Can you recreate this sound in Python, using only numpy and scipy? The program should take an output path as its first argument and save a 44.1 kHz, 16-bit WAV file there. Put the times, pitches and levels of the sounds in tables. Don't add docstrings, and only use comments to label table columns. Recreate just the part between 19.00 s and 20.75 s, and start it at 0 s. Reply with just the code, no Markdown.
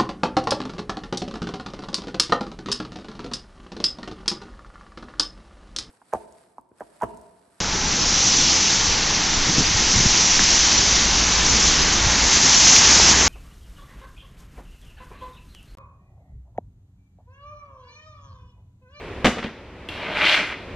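import sys
import numpy as np
from scipy import signal
from scipy.fft import rfft, irfft
from scipy.io import wavfile

SR = 44100
rng = np.random.default_rng(int(sys.argv[2]) if len(sys.argv) > 2 else 0)


def log_audio(samples):
    frames = np.atleast_2d(samples).T
    limited = np.clip(frames, -1, 1)
    pcm = np.round(limited * 32767).astype(np.int16)
    wavfile.write(sys.argv[1], SR, pcm)


N = 77175

# pitch_hz, level_db, t60_s
BIN_BODY = [(1173, -6.5, 0.0089), (1550, -1, 0.0094), (1840, -3, 0.015), (2056, -0.5, 0.016),
            (2420, 0, 0.011)]
# pitch_hz, level_db, t60_s
BIN_BRIGHT = [(2702, -2.5, 0.0093), (3300, -1.5, 0.0069), (3620, -4, 0.0073), (4170, -7.5, 0.0033)]


def amp(db):
    return 10 ** (np.asarray(db) / 20)


def unit(x):
    return x / np.sqrt(np.mean(x ** 2) + 1e-20)


def in_time(rows):
    time_s, *columns = np.transpose(rows)
    return [np.interp(np.arange(N) / SR, time_s, column) for column in columns]


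def colour(x, spectrum):
    table_hz, table_db = np.transpose(spectrum)
    bin_hz = np.maximum(np.arange(N + 1) * SR / (2 * N), 1)
    gain_db = np.interp(np.log(bin_hz), np.log(table_hz), table_db)
    return irfft(rfft(x, 2 * N) * amp(gain_db))[:N]


def low_pass(x, cut_hz):
    return signal.sosfilt(signal.butter(4, cut_hz, fs=SR, output="sos"), x)


def ring(clicks, pitch_hz, t60_s):
    radius = amp(-60 / (t60_s * SR))
    angle = 2 * np.pi * pitch_hz / SR
    poles = [1, -2 * radius * np.cos(angle), radius * radius]
    return signal.lfilter([0, np.sin(angle)], poles, clicks + 1e-18)


def grains(per_s, spread_db):
    size = amp(spread_db * np.minimum(rng.exponential(1, N), 5))
    size = size * rng.choice([-1, 1], N)
    return unit(size * (rng.random(N) < per_s / SR))


def strike(time_s, level_db, modes, favoured_hz, alternate_sign=True):
    spread_db, off_pitch_db_per_octave = 1.55, 11
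    out = np.zeros(N)
    uneven = rng.standard_normal((len(time_s), len(modes)))
    for k, (pitch_hz, mode_db, t60_s) in enumerate(modes):
        off_db = off_pitch_db_per_octave * abs(np.log2(pitch_hz / favoured_hz))
        blow_db = level_db + mode_db - off_db + spread_db * uneven[:, k]
        clicks = np.zeros(N)
        clicks[(time_s * SR).astype(int)] = (-1) ** (k * alternate_sign) * amp(blow_db)
        out += ring(clicks, pitch_hz, t60_s)
    return out


def dying_noise(t60_s):
    tail = rng.standard_normal(SR) * amp(-60 / t60_s * np.arange(SR) / SR)
    return tail / np.sqrt(np.sum(tail ** 2))


def background():
    # time_s, level_db, deep_bass_db
    levels = [(0, -37, -47), (.05, -36, -41.5), (.14, -36, -40), (.22, -37, -34.5), (.3, -38.5, -46),
              (.55, -43.5, -49.5), (.7, -44, -44.5), (.86, -41.5, -45), (1.03, -39, -43.5),
              (1.15, -38, -44.5), (1.5, -42, -48.5), (1.62, -40, -44.5), (1.7, -38, -42.5),
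              (1.75, -38, -32)]
    # pitch_hz, level_db (per Hz)
    air = [(88, -60), (150, -8.5), (462, -6), (509, -7), (736, -15), (860, -13), (1510, -18.5),
           (2310, -16.5), (13800, -62.5), (15500, -73)]
    # pitch_hz, level_db (per Hz)
    deep = [(13, -32), (22, -2), (65, 6.5), (113, 4), (145, -8.5), (160, -12), (210, -11), (350, -120)]
    level_db, deep_db = in_time(levels)
    main_noise = amp(level_db) * unit(colour(rng.standard_normal(N), air))
    deep_bass = amp(deep_db) * unit(colour(rng.standard_normal(N), deep))
    return main_noise + deep_bass


def load_rattle(time_s, click_db):
    level_db, t60_s, knocks_per_s, rise_hz = -2.5, 0.076, 13000, 250
    # pitch_hz, level_db (per Hz)
    rattle_spectrum = [(350, -27), (600, 0.5), (639, -5), (1070, -5.5), (2350, -4), (4400, -18),
                       (6330, -30), (12000, -52), (15600, -74), (22000, -120)]
    kick_power = np.zeros(N)
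    kick_power[(time_s * SR).astype(int)] = amp(2 * np.minimum(click_db, -14))
    shake = np.sqrt(signal.lfilter([1], [1, -amp(-120 / (t60_s * SR))], kick_power + 1e-18))
    shake = signal.sosfilt(signal.butter(2, rise_hz, fs=SR, output="sos"), shake)
    return amp(level_db) * shake * unit(colour(grains(knocks_per_s, spread_db=2.0), rattle_spectrum))


def tote():
    thud_cut_hz, click_cut_hz = 1170, 5800
    # time_s, soft_thud_db, thud_favoured_hz, sharp_click_db, click_favoured_hz
    contacts = [(0.2454, -16, 315, -13, 1980), (.2480, -16, 840, -15, 3300), (0.2515, -14, 390, -16, 2000),
                (0.2552, -26, 550, -22, 3000), (0.2571, -24, 900, -4.5, 5800), (.2588, -11, 210, -22, 2540),
                (0.262, -17.5, 226, -25, 2280), (0.2687, -19, 710, -12.5, 2570),
                (0.278, -20.5, 486, -25, 2000), (.283, -18.5, 605, -25.5, 2500),
                (0.292, -23, 310, -32, 2200), (.370, -29, 484, -59, 2000), (.381, -35.5, 483, -34.5, 2800),
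                (.385, -55, 480, -26.5, 1360), (.391, -35, 252, -32.5, 2290), (0.399, -42, 250, -40, 1400),
                (0.4261, -45, 450, -32, 1400), (0.429, -38, 447, -31, 2000), (.4395, -46, 453, -34, 3000),
                (.4420, -39, 450, -29, 3300), (.4462, -25.5, 225, -33.5, 1600),
                (0.461, -47, 250, -34, 2840), (.469, -42, 250, -37, 2800), (0.49, -47, 240, -38, 1500)]
    # pitch_hz, level_db, t60_s
    hollow_walls = [(63.3, -0.5, 0.33), (120, -10, 0.14), (164, -16, 0.08), (222, 1, 0.1),
                    (249, 1.5, 0.099), (300, -5.5, 0.081), (391.6, -5.5, 0.17), (474, -2, 0.11),
                    (515, -0.5, 0.1), (581, 0, 0.057), (720, -0.5, .06)]
    # pitch_hz, level_db, t60_s
    rim_and_lid = [(915, -6, 0.041), (1154, -5.5, 0.032), (1364, -3, 0.038), (1700, -2.5, 0.015),
                   (2060, 1.5, 0.013), (2350, -3, 0.011), (2870, -0.5, 0.0075), (3210, 3, 0.0068),
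                   (3800, -6, 0.0049), (4700, -15, 0.01), (5840, -6.5, 0.0065), (6950, -9, .006)]
    time_s, thud_db, low_hz, click_db, high_hz = np.transpose(contacts)
    thuds = strike(time_s, thud_db, hollow_walls, low_hz, alternate_sign=False)
    clicks = strike(time_s, click_db, rim_and_lid, high_hz, alternate_sign=False)
    rattle = load_rattle(time_s, click_db)
    return low_pass(thuds, thud_cut_hz) + low_pass(clicks, click_cut_hz) + rattle


def sizzle():
    start_s, level_db, t60_s = .2455, -29.5, 0.3
    # pitch_hz, level_db (per Hz)
    sizzle_spectrum = [(2060, -35), (3500, -2.5), (6320, -6.5), (10800, -26), (12400, -33), (13100, -28),
                       (15500, -34)]
    since_s = np.arange(N) / SR - start_s
    fade = (since_s > 0) * amp(level_db - 60 / t60_s * np.maximum(since_s, 0))
    return fade * unit(colour(rng.standard_normal(N), sizzle_spectrum))


def storage_unit(x):
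    first_echo_s = .006
    # low_hz, high_hz, level_db, t60_s
    echo_bands = [(62, 278, -12, 0.68), (314, 1080, -10.5, 0.27), (1010, 3450, -10, 0.54),
                  (3080, 6200, -12, 0.8), (6200, 9300, -6.5, 0.25)]
    tail = np.zeros(SR)
    for low_hz, high_hz, level_db, t60_s in echo_bands:
        band = signal.butter(2, [low_hz, high_hz], "band", fs=SR, output="sos")
        tail += amp(level_db) * signal.sosfilt(band, dying_noise(t60_s))
    return signal.fftconvolve(x, np.append(np.zeros(int(first_echo_s * SR)), tail))[:N]


def rubbed(grit, modes):
    out = np.zeros(N)
    for k, (pitch_hz, level_db, t60_s) in enumerate(modes):
        out += (-1) ** k * amp(level_db) * unit(ring(grit, pitch_hz, t60_s))
    return unit(out)


def drag_rub():
    grit_per_s, grit_spread_db, grit_cut_hz = 4000, 3, 6100
    # time_s, level_db, brightness_db, wall_boom_db, floor_rumble_db, grit_hiss_db, topmost_hiss_db
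    course = [(0.888, -41.5, 9, -22, 9.5, -15, -20), (0.904, -43, 2, -0.5, -5, -12, -25),
              (1.032, -34.5, -5, -5.5, -18, -20.5, -40), (1.066, -33, -8, -1, -3.5, -22, -42),
              (1.144, -33.5, -1, -1, -15, -18, -36), (1.172, -23, -9, -7.5, -19, -22.5, -41),
              (1.19, -29.5, -4, -4, -13, -11.5, -35), (1.214, -20.5, -6, -7.5, -19, -23, -46),
              (1.23, -20.5, -7, -11, -19, -17, -38), (1.244, -19.5, -3.5, -13.5, -18, -25, -37),
              (1.256, -24, 3.5, -6, -11, -11, -33), (1.27, -18, -1, -16, -26, -17, -44),
              (1.284, -25, 5, -7, -38, -11, -29), (1.336, -18, -1.5, -13.5, -24, -15, -37.5),
              (1.358, -21, -4.5, -12.5, -29, -12.5, -34), (1.396, -22.5, -8, -9.5, -10, -15, -44),
              (1.48, -35, -15, -15.5, -18, -14, -33), (1.524, -33, -9, -5, -12, -18.5, -41),
              (1.556, -40, -13, -20, -32, -24, -44), (1.57, -50, -17, -4, 5, -12, -37),
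              (1.64, -53.5, -10, 3, 3, -21, -33)]
    # pitch_hz, level_db, t60_s
    boom = [(606, 1.5, 0.043), (720, 1, 0.02), (960, -0.43, 0.015)]
    # pitch_hz, level_db, t60_s
    rumble = [(200, 0, 0.041), (288.5, 1, 0.062), (453, -1, 0.032)]
    # pitch_hz, level_db (per Hz)
    hiss_spectrum = [(2530, -40), (4300, -3), (5250, -7.5), (5720, -10), (7100, -19.5), (8500, -30),
                     (11000, -53), (18700, -120)]
    # pitch_hz, level_db (per Hz)
    top_spectrum = [(5000, -30), (8500, 3), (14300, -5), (14500, -11), (15500, -55)]
    level_db, bright_db, boom_db, rumble_db, hiss_db, top_db = in_time(course)
    now_s = np.arange(N) / SR
    resting = (now_s < course[0][0]) | (now_s > course[-1][0])
    level_db = np.where(resting, -99, level_db)

    grit = low_pass(grains(grit_per_s, grit_spread_db), grit_cut_hz)
    rub = rubbed(grit, BIN_BODY) + amp(bright_db) * rubbed(grit, BIN_BRIGHT)
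    rub = rub + amp(boom_db) * rubbed(grit, boom) + amp(rumble_db) * rubbed(grit, rumble)

    dust = grains(12000, spread_db=1.0)
    hiss = amp(hiss_db) * unit(colour(dust, hiss_spectrum))
    hiss = hiss + amp(top_db) * unit(colour(dust, top_spectrum))
    return amp(level_db) * (rub + hiss)


def drag_catches():
    # time_s, level_db, favoured_hz
    catches = [(.8880, -28, 3100), (.986, -44, 2700), (1.163, -36, 2500), (1.165, -23, 2000),
               (1.211, -12, 2000), (1.243, -27, 2200), (1.265, -13, 2500), (1.2695, -15, 2220),
               (1.284, -12, 3000), (1.293, -36, 2800), (1.301, -9.5, 2500), (1.328, -14, 2500),
               (1.33, -18, 2700), (1.348, -9.5, 2800), (1.391, -18, 1600)]
    time_s, level_db, favoured_hz = np.transpose(catches)
    return low_pass(strike(time_s, level_db, BIN_BODY + BIN_BRIGHT, favoured_hz), 6300)


def scene():
    smear_t60_s = 0.12
    # pitch_hz, side_level_db
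    bins_width = [(60, -42), (110, -45), (200, -46), (380, -30), (700, -29), (1290, -26.5), (2380, -19.5),
                  (4400, -9), (8120, 2.5), (15000, 8)]
    # pitch_hz, side_level_db
    background_width = [(60, -43), (110, -39), (200, -23), (380, -21.5), (700, -20), (1290, -13),
                        (2380, -13.5), (4400, -2), (8120, 3.5), (15000, 7)]
    near = tote() + sizzle() + drag_rub() + drag_catches()
    near = near + storage_unit(near)
    smeared = signal.fftconvolve(near, dying_noise(smear_t60_s))[:N]
    side = colour(smeared, bins_width) + colour(background(), background_width)
    mid = near + background()
    return np.array([mid + side, mid - side])


def record(dry):
    bass_cut_hz, ceiling, top_cut_hz = 25, 1.1, 16400
    heard = signal.sosfilt(signal.butter(1, bass_cut_hz, "high", fs=SR, output="sos"), dry)
    rounded = ceiling * np.tanh(heard / ceiling)
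    return signal.sosfilt(signal.cheby2(12, 70, top_cut_hz, fs=SR, output="sos"), rounded)


dry = scene()
out = record(dry)
log_audio(out)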